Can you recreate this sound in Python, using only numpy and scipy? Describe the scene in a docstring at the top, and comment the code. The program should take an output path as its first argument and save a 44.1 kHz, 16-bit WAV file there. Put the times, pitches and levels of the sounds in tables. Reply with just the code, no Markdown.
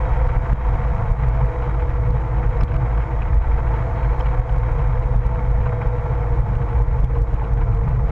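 """Scooter on a country road

Riding fast, with the microphone on board, just above the dashboard. The motor drones, the wheels shake
the frame and the tyre treads hum; air buffets the hollow fairing and rushes past. Close by, loose trim
rattles and buzzes, the fairing knocks and thumps, and a thin whine passes midway.
Each hard jolt has a brief bright crackle at its crest, as the limiter clamps down."""
import sys
import numpy as np
from scipy import signal
from scipy.fft import rfft, irfft
from scipy.io import wavfile
from scipy.ndimage import uniform_filter1d

SR = 44100
rng = np.random.default_rng(int(sys.argv[2]) if len(sys.argv) > 2 else 0)


def persist_wave(psi):
    """Save psi, clipped to +-1, as 16-bit WAV."""
    counts = np.round(np.clip(psi, -1, 1) * 32767).astype(np.int16)
    wavfile.write(sys.argv[1], SR, np.atleast_2d(counts).T)


N = 357651
T = np.arange(N) / SR
HZ = np.fft.rfftfreq(N, 1 / SR)


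def amp(db):
    """Decibels to gain."""
    return 10 ** (np.asarray(db) / 20)


def unit_rms(x):
    """Scales to rms 1."""
    return x / np.sqrt(np.mean(x ** 2) + 1e-20)


def curve(table, column=1):
    """One column of a time table, at every sample."""
    rows = np.array(table)
    return np.interp(T, rows[:, 0], rows[:, column])


def colour(points):
    """Gain at every frequency from a short spectrum."""
    hz, db = np.transpose(points)
    return amp(np.interp(np.log(HZ + 1), np.log(hz + 1), db))


def resonances(table):
    """Power at every frequency from a set of resonances."""
    return sum(amp(db) ** 2 / (1 + ((HZ - hz) / (0.7 * width)) ** 2) ** 2 for hz, width, db in table)


def filtered(x, gain):
    """Applies a gain at every frequency."""
    return irfft(rfft(x) * gain, len(x))


def noise(gain):
    """Noise of rms 1 with the given spectrum."""
    return unit_rms(filtered(rng.standard_normal(N), gain))


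def wander(hz):
    """Random drift of rms 1, up to about hz changes a second."""
    return noise(1 / (1 + (HZ / hz) ** 2))


def steadied(x, size):
    """Holds the level of x at 1 over spans of size samples."""
    return x / np.sqrt(uniform_filter1d(uniform_filter1d(x ** 2, size), size) + 1e-9)


def swell(t, half_s):
    """A bell-shaped rise and fall around t = 0."""
    return np.exp(-(t / half_s) ** 2)


def add(mix, s, sound):
    """Mixes a sound in at time s."""
    part = mix[max(round(s * SR), 0):][:len(sound)]
    part += sound[:len(part)]


def ring(modes):
    """A short, slightly cushioned knock on damped modes, a little different each time."""
    t = np.arange(2000) / SR
    contact = 1 - swell(t, half_s=.0005)
    out = np.zeros(len(t))
    for hz, db, t60 in modes:
        detune, strength_db = .005 * rng.standard_normal(), rng.standard_normal()
        decay = amp(db + strength_db - 60 * t / t60)
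        out += rng.choice([-1, 1]) * decay * np.sin(2 * np.pi * hz * (1 + detune) * t)
    return contact * out


def wheel_tones(turns, orders, waver_db):
    """Tones locked to the turning wheel, each swelling on its own."""
    tones = np.zeros(N)
    for multiple, db in orders:
        level = amp(db + waver_db * wander(2.5))
        tones += level * np.sin(2 * np.pi * (round(multiple) * turns + rng.random()))
    return np.sqrt(2) * tones


# air buffeting the fairing, just ahead of the microphone: f/Hz, level/dB
BUFFET_SPECTRUM = [(8, -32), (17, 1.5), (28, -9), (38, -12.5), (45, 7), (52, 12), (59, 5), (70, -17),
                   (85, -13.5), (110, -27.5), (200, -68.5), (2000, -140)]
# wheel shake, up through the frame: multiple of the wheel rate, level/dB against the air
WHEEL_SHAKE = [(1, -16), (2, -10), (3, -2), (4, -10.5)]
# air and shake together along the road: t/s, level/dB
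RUMBLE_LEVEL = [(0.0, -19), (1.5, -19), (2.2, -20.5), (2.5, -21.5), (3.0, -18), (3.1, -24.5), (3.4, -12.5),
                (3.5, -16.5), (3.7, -17), (3.9, -22.5), (4.11, -18.5), (6.71, -19.5), (7.21, -16),
                (7.41, -20), (7.61, -18), (8.11, -21)]


def frame_rumble(turns):
    """Buffeting air and wheel shake move the frame, lurching in quick gusts."""
    rumble = noise(colour(BUFFET_SPECTRUM)) + wheel_tones(turns, WHEEL_SHAKE, waver_db=2.0)
    gusts = unit_rms(amp(2 * wander(hz=10)))
    return steadied(rumble, size=5000) * gusts * amp(curve(RUMBLE_LEVEL))


def motor():
    """The motor holds a nearly constant speed while the road speed drifts; its hum wavers."""
    hz = 121.7 * (1 + 0.02654 * wander(3.98))
    level = amp(-7.5 + 2 * wander(2.5))
    return np.sqrt(2) * level * np.sin(2 * np.pi * np.cumsum(hz) / SR)


# boom of the hollow fairing, right under the microphone: f/Hz, level/dB
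BOOM_SPECTRUM = [(55, -28), (85, -9), (100, -3.5), (112, 1.5), (122, 2.5), (138, -3.5), (155, -11),
                 (170, -28.5), (197, -29), (235, -34), (400, -73), (3000, -140)]
# drone of its panels: multiple of the wheel rate, level/dB against the boom
PANEL_TONES = [(6, -11), (7, -21.5), (10, -26.5), (11, -29)]
# boom, drone and motor together: t/s, level/dB
BOOM_LEVEL = [(0.0, -26.5), (0.5, -25.5), (0.61, -28.5), (0.7, -23), (0.98, -24), (1.07, -19),
              (1.22, -24.5), (1.38, -19.5), (1.5, -29), (1.8, -21.5), (1.9, -29), (2.1, -17.5), (2.3, -28),
              (2.8, -21.5), (3.4, -28), (4.0, -24), (4.21, -27.5), (4.81, -23.5), (6.15, -24), (6.27, -28),
              (6.39, -18.5), (6.55, -21.5), (7.1, -24.5), (7.38, -31.5), (7.5, -22.5), (7.91, -18),
              (8.11, -26)]


def fairing_boom(turns):
    """The hollow fairing booms with the motor and the wheels, throbbing unevenly."""
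    boom = noise(colour(BOOM_SPECTRUM)) + wheel_tones(turns, PANEL_TONES, waver_db=3.5) + motor()
    throbs = unit_rms(amp(2.23 * wander(hz=8.9)))
    return steadied(boom, size=2600) * throbs * amp(curve(BOOM_LEVEL))


# tread hum from below, changing with the road surface: t/s, relative level/dB of harmonics 2, 3, 4 and up
TREAD_LEVELS = [(0.0, -58, -36.5, -40), (0.6, -51, -44.5, -46), (1.2, -62, -41.5, -40),
                (1.5, -46, -36, -42), (2.3, -44.5, -40, -49.5), (2.7, -44.5, -47, -46),
                (2.9, -45, -42, -42), (3.4, -44.5, -55, -49), (3.9, -46, -46, -41), (4.25, -50, -38, -45.5),
                (4.71, -61.5, -40, -46), (5.61, -55, -37, -42.5), (6.25, -46, -34, -46.5),
                (6.45, -50, -41, -52), (6.66, -46, -33.5, -53), (6.85, -45, -39, -58),
                (7.21, -44, -40, -61.5), (8.11, -53, -41.5, -60.5)]


def tyres(turns):
    """Each tread hums in harmonics that flutter with the road's grain; the two tyres beat slowly."""
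    repeats_per_turn, rear_slip, rear_db = 9, .0068, -10  # the driven tyre turns slightly faster
    second, third, higher = (curve(TREAD_LEVELS, column) for column in (1, 2, 3))
    harmonics = [(2, second - 3), (3, third - 1), (4, higher - 1), (5, higher - 7.5)]
    hum = np.zeros(N)
    for slip, tyre_db in [(0, 0), (rear_slip, rear_db)]:
        pattern = repeats_per_turn * (1 + slip) * turns + 0.018 * wander(15)
        for k, db in harmonics:
            level = amp(tyre_db + db + 2.4 * wander(7))
            hum += level * np.sin(2 * np.pi * (k * pattern + rng.random()))
    return np.sqrt(2) * hum


# turbulence around the microphone: f/Hz, level/dB
RUSH_SPECTRUM = [(100, -33.5), (220, -2), (380, -1.5), (600, 0.5), (790, -7.5), (1000, 3), (1250, -2.5),
                 (1650, -8), (2350, -12.5), (2750, -26), (3300, -26.5), (3550, -40), (4500, -54.5),
                 (14000, -100)]
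# cavities of fairing and tyres: f/Hz, width/Hz, level/dB
CAVITY_MODES = [(310.5, 33, 3), (501.5, 32, 7.5), (672, 41, 3.5), (1351, 11, 2), (1934, 110, -10),
                (2185, 37, -8), (3240, 83, -27.5), (3820, 110, -29.5), (3820, 37, -26), (4330, 70, -37.5),
                (5320, 100, -36.5)]
# tyre roar, down at the road: f/Hz at mean speed, width/Hz, level/dB
TYRE_BANDS = [(466, 30.7, 10.5), (726.6, 26, 8), (881.6, 89, 7.5)]


def road_roar(speed):
    """Turbulence sounds in the cavities, with bands of tyre roar whose pitch slides with the speed."""
    follow = .6  # share of the speed change that the pitch follows
    air_power = colour(RUSH_SPECTRUM) ** 2 + resonances(CAVITY_MODES)
    air = filtered(rng.standard_normal(N), np.sqrt(air_power))
    bands = filtered(rng.standard_normal(N), np.sqrt(resonances(TYRE_BANDS)))
    warped_time = np.cumsum(1 + follow * (speed / speed.mean() - 1)) / SR
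    return unit_rms(air + np.interp(warped_time, T, bands))


# brief surges in the passing air: t/s, middle band lift/dB, upper band lift/dB
RUSH_SURGES = [(0.358, 5, 1), (0.835, -1, 4), (1.011, 7.5, -2), (1.24, -2, 8), (1.411, 6, 5), (1.911, 6, 3),
               (2.406, 4, 2), (2.449, -5, 5.5), (2.825, 7, 1), (3.018, -6, 5.5), (4.805, 3, 0),
               (4.854, 3, 1), (5.395, 1.5, 3), (5.673, 8, 3.5), (5.729, 8.5, 5), (5.824, 4, 7),
               (6.063, 9, -1), (6.216, 3, 2), (6.688, 6, -1), (6.759, -3, 5), (7.174, 5, -2), (7.422, 6, 0),
               (7.62, 6, 1), (7.883, 9, 2)]


def surges(column):
    """One band's surges, as short swells in dB."""
    lift_db, t = np.zeros(N), np.arange(-2500, 2500) / SR
    for row in RUSH_SURGES:
        add(lift_db, row[0] + t[0], row[column] * swell(t, half_s=0.0099))
    return lift_db


# hiss on top of the rush: f/Hz, level/dB
HISS_SPECTRUM = [(1500, -22), (3500, 1.5), (4600, -1.5), (6800, -2), (7500, -8), (8200, -7.5),
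                 (8800, -13.5), (11000, -13), (13000, -24.5), (16000, -47)]
# rush of air and road at the dashboard: t/s, level/dB
RUSH_LEVEL = [(0.0, -31.5), (2.3, -33), (2.7, -32.5), (3.4, -33.5), (3.8, -31.5), (4.41, -32.5),
              (5.51, -33.5), (6.01, -33), (6.41, -32.5), (6.81, -33), (7.21, -33.5), (8.11, -34)]


def rush(speed):
    """Air and road rush past in eddies; the upper band flutters hardest and gains most with speed."""
    middle_db_per_rate, upper_db_per_rate, hiss_db_per_rate = 1.2, 2.5, 0.7  # per extra wheel turn/s
    middle_from_hz, upper_from_hz = 670, 1200
    roar = road_roar(speed)
    above_low = filtered(roar, 1 / (1 + (middle_from_hz / (HZ + 1)) ** 8))
    upper = filtered(roar, 1 / (1 + (upper_from_hz / (HZ + 1)) ** 4))
    faster, eddies = speed - speed.mean(), wander(40)
    low = (roar - above_low) * amp(0.88 * eddies)
    middle = (above_low - upper) * amp(middle_db_per_rate * faster + 0.84 * eddies + surges(column=1))
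    upper *= amp(upper_db_per_rate * faster + 0.47 * eddies + 2.3 * wander(95) + surges(column=2))
    hiss = noise(colour(HISS_SPECTRUM)) * amp(-33.0 + hiss_db_per_rate * faster + 0.39 * eddies)
    return amp(curve(RUSH_LEVEL)) * (low + middle + upper + hiss)


# the front panel, close to the microphone: t/s, level/dB
FRONT_PANEL_LEVEL = [(0.0, -45), (0.7, -40.5), (1.25, -40.5), (1.5, -47), (2.25, -50), (2.42, -37),
                     (2.55, -48), (3.65, -43), (3.8, -47), (4.9, -46), (5.2, -40), (5.55, -41),
                     (6.15, -48.5), (6.55, -36.5), (6.9, -43), (7.4, -44), (8.11, -40)]


def front_panel():
    """The front panel drones hollowly as the road shakes it."""
    pitch_hz, half_width_hz = 194, 26
    drone = noise(1 / (1 + ((HZ - pitch_hz) / half_width_hz) ** 4))
    return steadied(drone, size=5000) * amp(curve(FRONT_PANEL_LEVEL))


# bright crackle on the crests, as the limiter clamps down: f/Hz, level/dB
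CRACKLE_SPECTRUM = [(800, -18), (2900, -2.5), (4200, 0), (6000, -1), (8500, -6.5), (11500, -9),
                    (15000, -19.5)]
# jolts from the road, up at the dashboard: t/s, pressure push level/dB, crackle level/dB
ROAD_JOLTS = [(0.176, -8.5, -59), (0.275, -6.5, -56), (0.371, -7, -62), (0.383, -7.5, -62),
              (0.532, -1.5, -47.5), (0.952, -9, -60), (1.119, -1, -49.5), (1.288, -4.5, -51.5),
              (1.457, -7.5, -59), (1.895, -9, -62), (2.107, -6, -57), (2.466, -6, -58), (2.496, -6, -57),
              (2.636, -2, -44.5), (2.763, -6, -57), (3.344, -6, -54), (3.68, -7.5, -60), (4.195, -8.5, -55),
              (4.4, -1.5, -53), (4.527, -7, -59), (4.584, -5.5, -53), (4.719, -6.5, -55),
              (4.876, -8.5, -61), (4.997, -7, -58), (5.06, -7.5, -59), (5.164, -2.5, -51),
              (5.194, -3.5, -55.5), (5.267, -3.5, -51), (5.488, -7.5, -60), (5.516, -5.5, -56),
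              (5.873, -5, -55), (6.405, -3, -53), (6.569, -6.5, -58), (6.792, -7.5, -57),
              (6.822, -3.5, -53), (6.884, -6, -60), (7.004, -6, -56), (7.045, -2, -49), (7.187, -7, -57),
              (7.22, -3.5, -50), (7.344, -5, -53.5), (7.537, -5.5, -54), (7.638, -5.5, -59),
              (7.748, -8.5, -57), (7.89, -9, -58)]


def jolted(sway):
    """Each jolt overrides the sway with one swing of frame and fairing, crackling at its crest."""
    frame_hz, fairing_hz, fairing_share = 45.5, 119.6, 0.29
    rebound_db, fizz_db, fizz_s = -12, -14.5, .006
    pushes, grip, t = np.zeros(N), np.zeros(N), np.arange(-1500, 1500) / SR
    grit = noise(colour(CRACKLE_SPECTRUM))
    envelope, crest = swell(t, half_s=0.014), swell(t, half_s=0.0023)
    frame, fairing = np.cos(2 * np.pi * frame_hz * t), np.cos(2 * np.pi * fairing_hz * t)
    swing = envelope * ((1 - fairing_share) * frame + fairing_share * fairing)
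    fizz = amp(fizz_db) * (t > 0) * np.exp(-abs(t) / fizz_s)
    for s, push_db, crackle_db in ROAD_JOLTS:
        direction, side = rng.choice([-1, 1], size=2)
        # a weaker crackle on the opposite swing, half a cycle before or after the crest
        rebound = amp(rebound_db) * swell(t - side * .5 / frame_hz, half_s=0.0023)
        crackle = np.roll(grit, rng.integers(N))[:len(t)] * (crest + rebound + fizz)
        add(pushes, s + t[0], direction * amp(push_db) * swing + amp(crackle_db) * crackle)
        add(grip, s + t[0], envelope)
    return sway * (1 - np.minimum(grip, 1)) + pushes


# plastic trim, within arm's reach: f/Hz, level/dB, t60/s
TRIM_MODES = [(900, 1, 0.051), (1165, 5, 0.045), (1516, 3.5, 0.036), (2000, -0.5, 0.0088),
              (2320, -4, 0.032), (2590, -0.5, 0.015), (2900, -6, 0.017), (3280, -11, 0.013),
              (3950, -11.5, 0.014), (4840, -19.5, 0.0071), (7100, -19, .008)]
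# loose parts striking it: t/s, knock level/dB, the part's own f/Hz, its relative level/dB
TRIM_RATTLES = [(0.288, -40, 2800, -45), (2.571, -46, 3900, -48), (2.609, -36, 5230, -38),
                (2.634, -39, 3000, -46), (2.68, -48, 3150, -38), (2.740, -41, 5230, -50),
                (2.763, -39, 4560, -51), (2.975, -38.5, 5230, -55), (3.22, -41, 2410, -27),
                (3.228, -40, 2500, -41), (3.738, -43, 3250, -46), (4.207, -45, 5270, -42),
                (4.208, -42, 3150, -33.5), (4.493, -41, 3200, -41), (5.672, -42, 2480, -48),
                (6.552, -42, 3250, -46.5)]


def rattles():
    """A loose part rings, knocks the panels and bounces once; faint chatter runs on underneath."""
    out = np.zeros(N)
    for s, knock_db, note_hz, note_db in TRIM_RATTLES:
        add(out, s, amp(knock_db) * ring(TRIM_MODES))
        add(out, s, ring([(note_hz, note_db + 1, .017)]))
        add(out, s + 0.0025, amp(knock_db - 1.5) * ring(TRIM_MODES))
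    for when, size, spacing in rng.random((110, 3)):
        start_s, gap_s, chatter_db = when * N / SR, 0.0033 + .007 * spacing, -50.0 + 7 * size ** 2
        for bounce in range(3):
            add(out, start_s + bounce * gap_s, amp(chatter_db) * ring(TRIM_MODES))
    return out


# the fairing's ring: f/Hz, level/dB, t60/s
FAIRING_MODES = [(720, -11, .03), (885, 3, .06), (1010, -11, .025)]
# knocks at its mounts, below the microphone: t/s, level/dB
FAIRING_KNOCKS = [(0.493, -30), (0.609, -25), (2.104, -26), (3.739, -30), (6.754, -27.5), (6.763, -31),
                  (6.801, -26.5), (6.949, -26.5), (7.42, -31)]


def knocks():
    """The fairing knocks dully on its mounts."""
    out = np.zeros(N)
    for s, db in FAIRING_KNOCKS:
        add(out, s, amp(db) * ring(FAIRING_MODES))
    return out


# the fairing's thump, heard close: f/Hz, level/dB, half width/s
THUMP_MODES = [(179, -0.5, .011), (270, -8.5, 0.0081)]
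# bumps in the road: t/s, thump level/dB, clack f/Hz, clack level/dB
ROAD_BUMPS = [(0.533, -16.5, 3100, -39), (2.108, -28, 4220, -55), (2.636, -17.5, 3950, -38),
              (5.161, -29, 3100, -52), (7.045, -25.5, 2960, -43), (7.345, -29, 3000, -47),
              (7.748, -31, 3200, -57)]


def bumps():
    """A hard bump bottoms out the hollow fairing: it thumps, and clacks against its mounts."""
    clack_half_width_hz = 740
    out, t = np.zeros(N), np.arange(-2000, 2000) / SR
    band_hz = np.fft.rfftfreq(len(t), 1 / SR)
    thump = sum(amp(db) * swell(t, half_s) * np.sin(2 * np.pi * hz * t) for hz, db, half_s in THUMP_MODES)
    for s, thump_db, clack_hz, clack_db in ROAD_BUMPS:
        band = 1 / (1 + ((band_hz - clack_hz) / clack_half_width_hz) ** 4)
        grit = steadied(filtered(rng.standard_normal(len(t)), band), size=130)
        clack = grit * swell(t, half_s=0.0021)
        add(out, s + t[0], amp(thump_db) * thump + amp(clack_db) * clack)
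    return out


# trim buzzing near the microphone: t/s, length/s, level/dB of each touch
TRIM_BUZZES = [(2.717, .006, -43), (2.91, .008, -49), (3.019, .008, -49), (3.758, .01, -47),
               (4.198, .005, -42), (4.256, .014, -39.5), (5.655, .01, -44)]


def buzzes():
    """Trim buzzes against the panels in quick runs of light touches."""
    out, gap_s = np.zeros(N), .002
    for s, length, db in TRIM_BUZZES:
        for delay in np.arange(0, length, gap_s):
            add(out, s + delay + .5 * gap_s * rng.random(), amp(db) * ring(TRIM_MODES))
    return out


def whine():
    """A faint, thin whine swells and fades midway, while the scooter is picking up speed."""
    pitch_hz, half_width_hz, peak_s, peak_db = 4205, 55, 4.05, -72
    band = noise(1 / (1 + ((HZ - pitch_hz) / half_width_hz) ** 2))
    return amp(peak_db) * swell(T - peak_s, half_s=.42) * band


# the rider eases off, opens up, then slows again: t/s, wheel rate/(turns per s)
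WHEEL_RATE = [(0.0, 19.1), (2.0, 18.04), (4.55, 18.68), (8.11, 17.0)]


def scene():
    """The ride in mono; shake, panel tones, tread hum and roar follow the wheel."""
    speed = curve(WHEEL_RATE)
    turns = np.cumsum(speed) / SR
    sway = frame_rumble(turns) + fairing_boom(turns)
    riding = tyres(turns) + rush(speed) + front_panel() + jolted(sway)
    return (riding + rattles() + knocks() + bumps() + buzzes() + whine())[None]


def record(dry):
    """Faint ticks on the loudest bass crests, where the limiter ducks; then the top treble is cut."""
    threshold_db, excess_share, release_db_per_s, cutoff_hz = -9, 0.79, 61, 15700
    strain = np.clip((abs(dry[0]) - .27) / 0.1, 0, 1)
    ticking = dry + amp(-64.0) * strain * noise(colour(CRACKLE_SPECTRUM))
    release_db = T * release_db_per_s
    cut_db = excess_share * np.maximum(20 * np.log10(abs(dry[0]) + 1e-9) - threshold_db, 0)
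    held_db = np.maximum.accumulate(cut_db + release_db) - release_db
    limited = ticking / amp(uniform_filter1d(held_db, size=220))
    faded = limited * signal.windows.tukey(N, .001)
    lowpass = signal.firwin(511, cutoff_hz, window=("kaiser", 9), fs=SR)
    return signal.oaconvolve(faded, lowpass[None], "same")


dry = scene()
out = record(dry)
persist_wave(out)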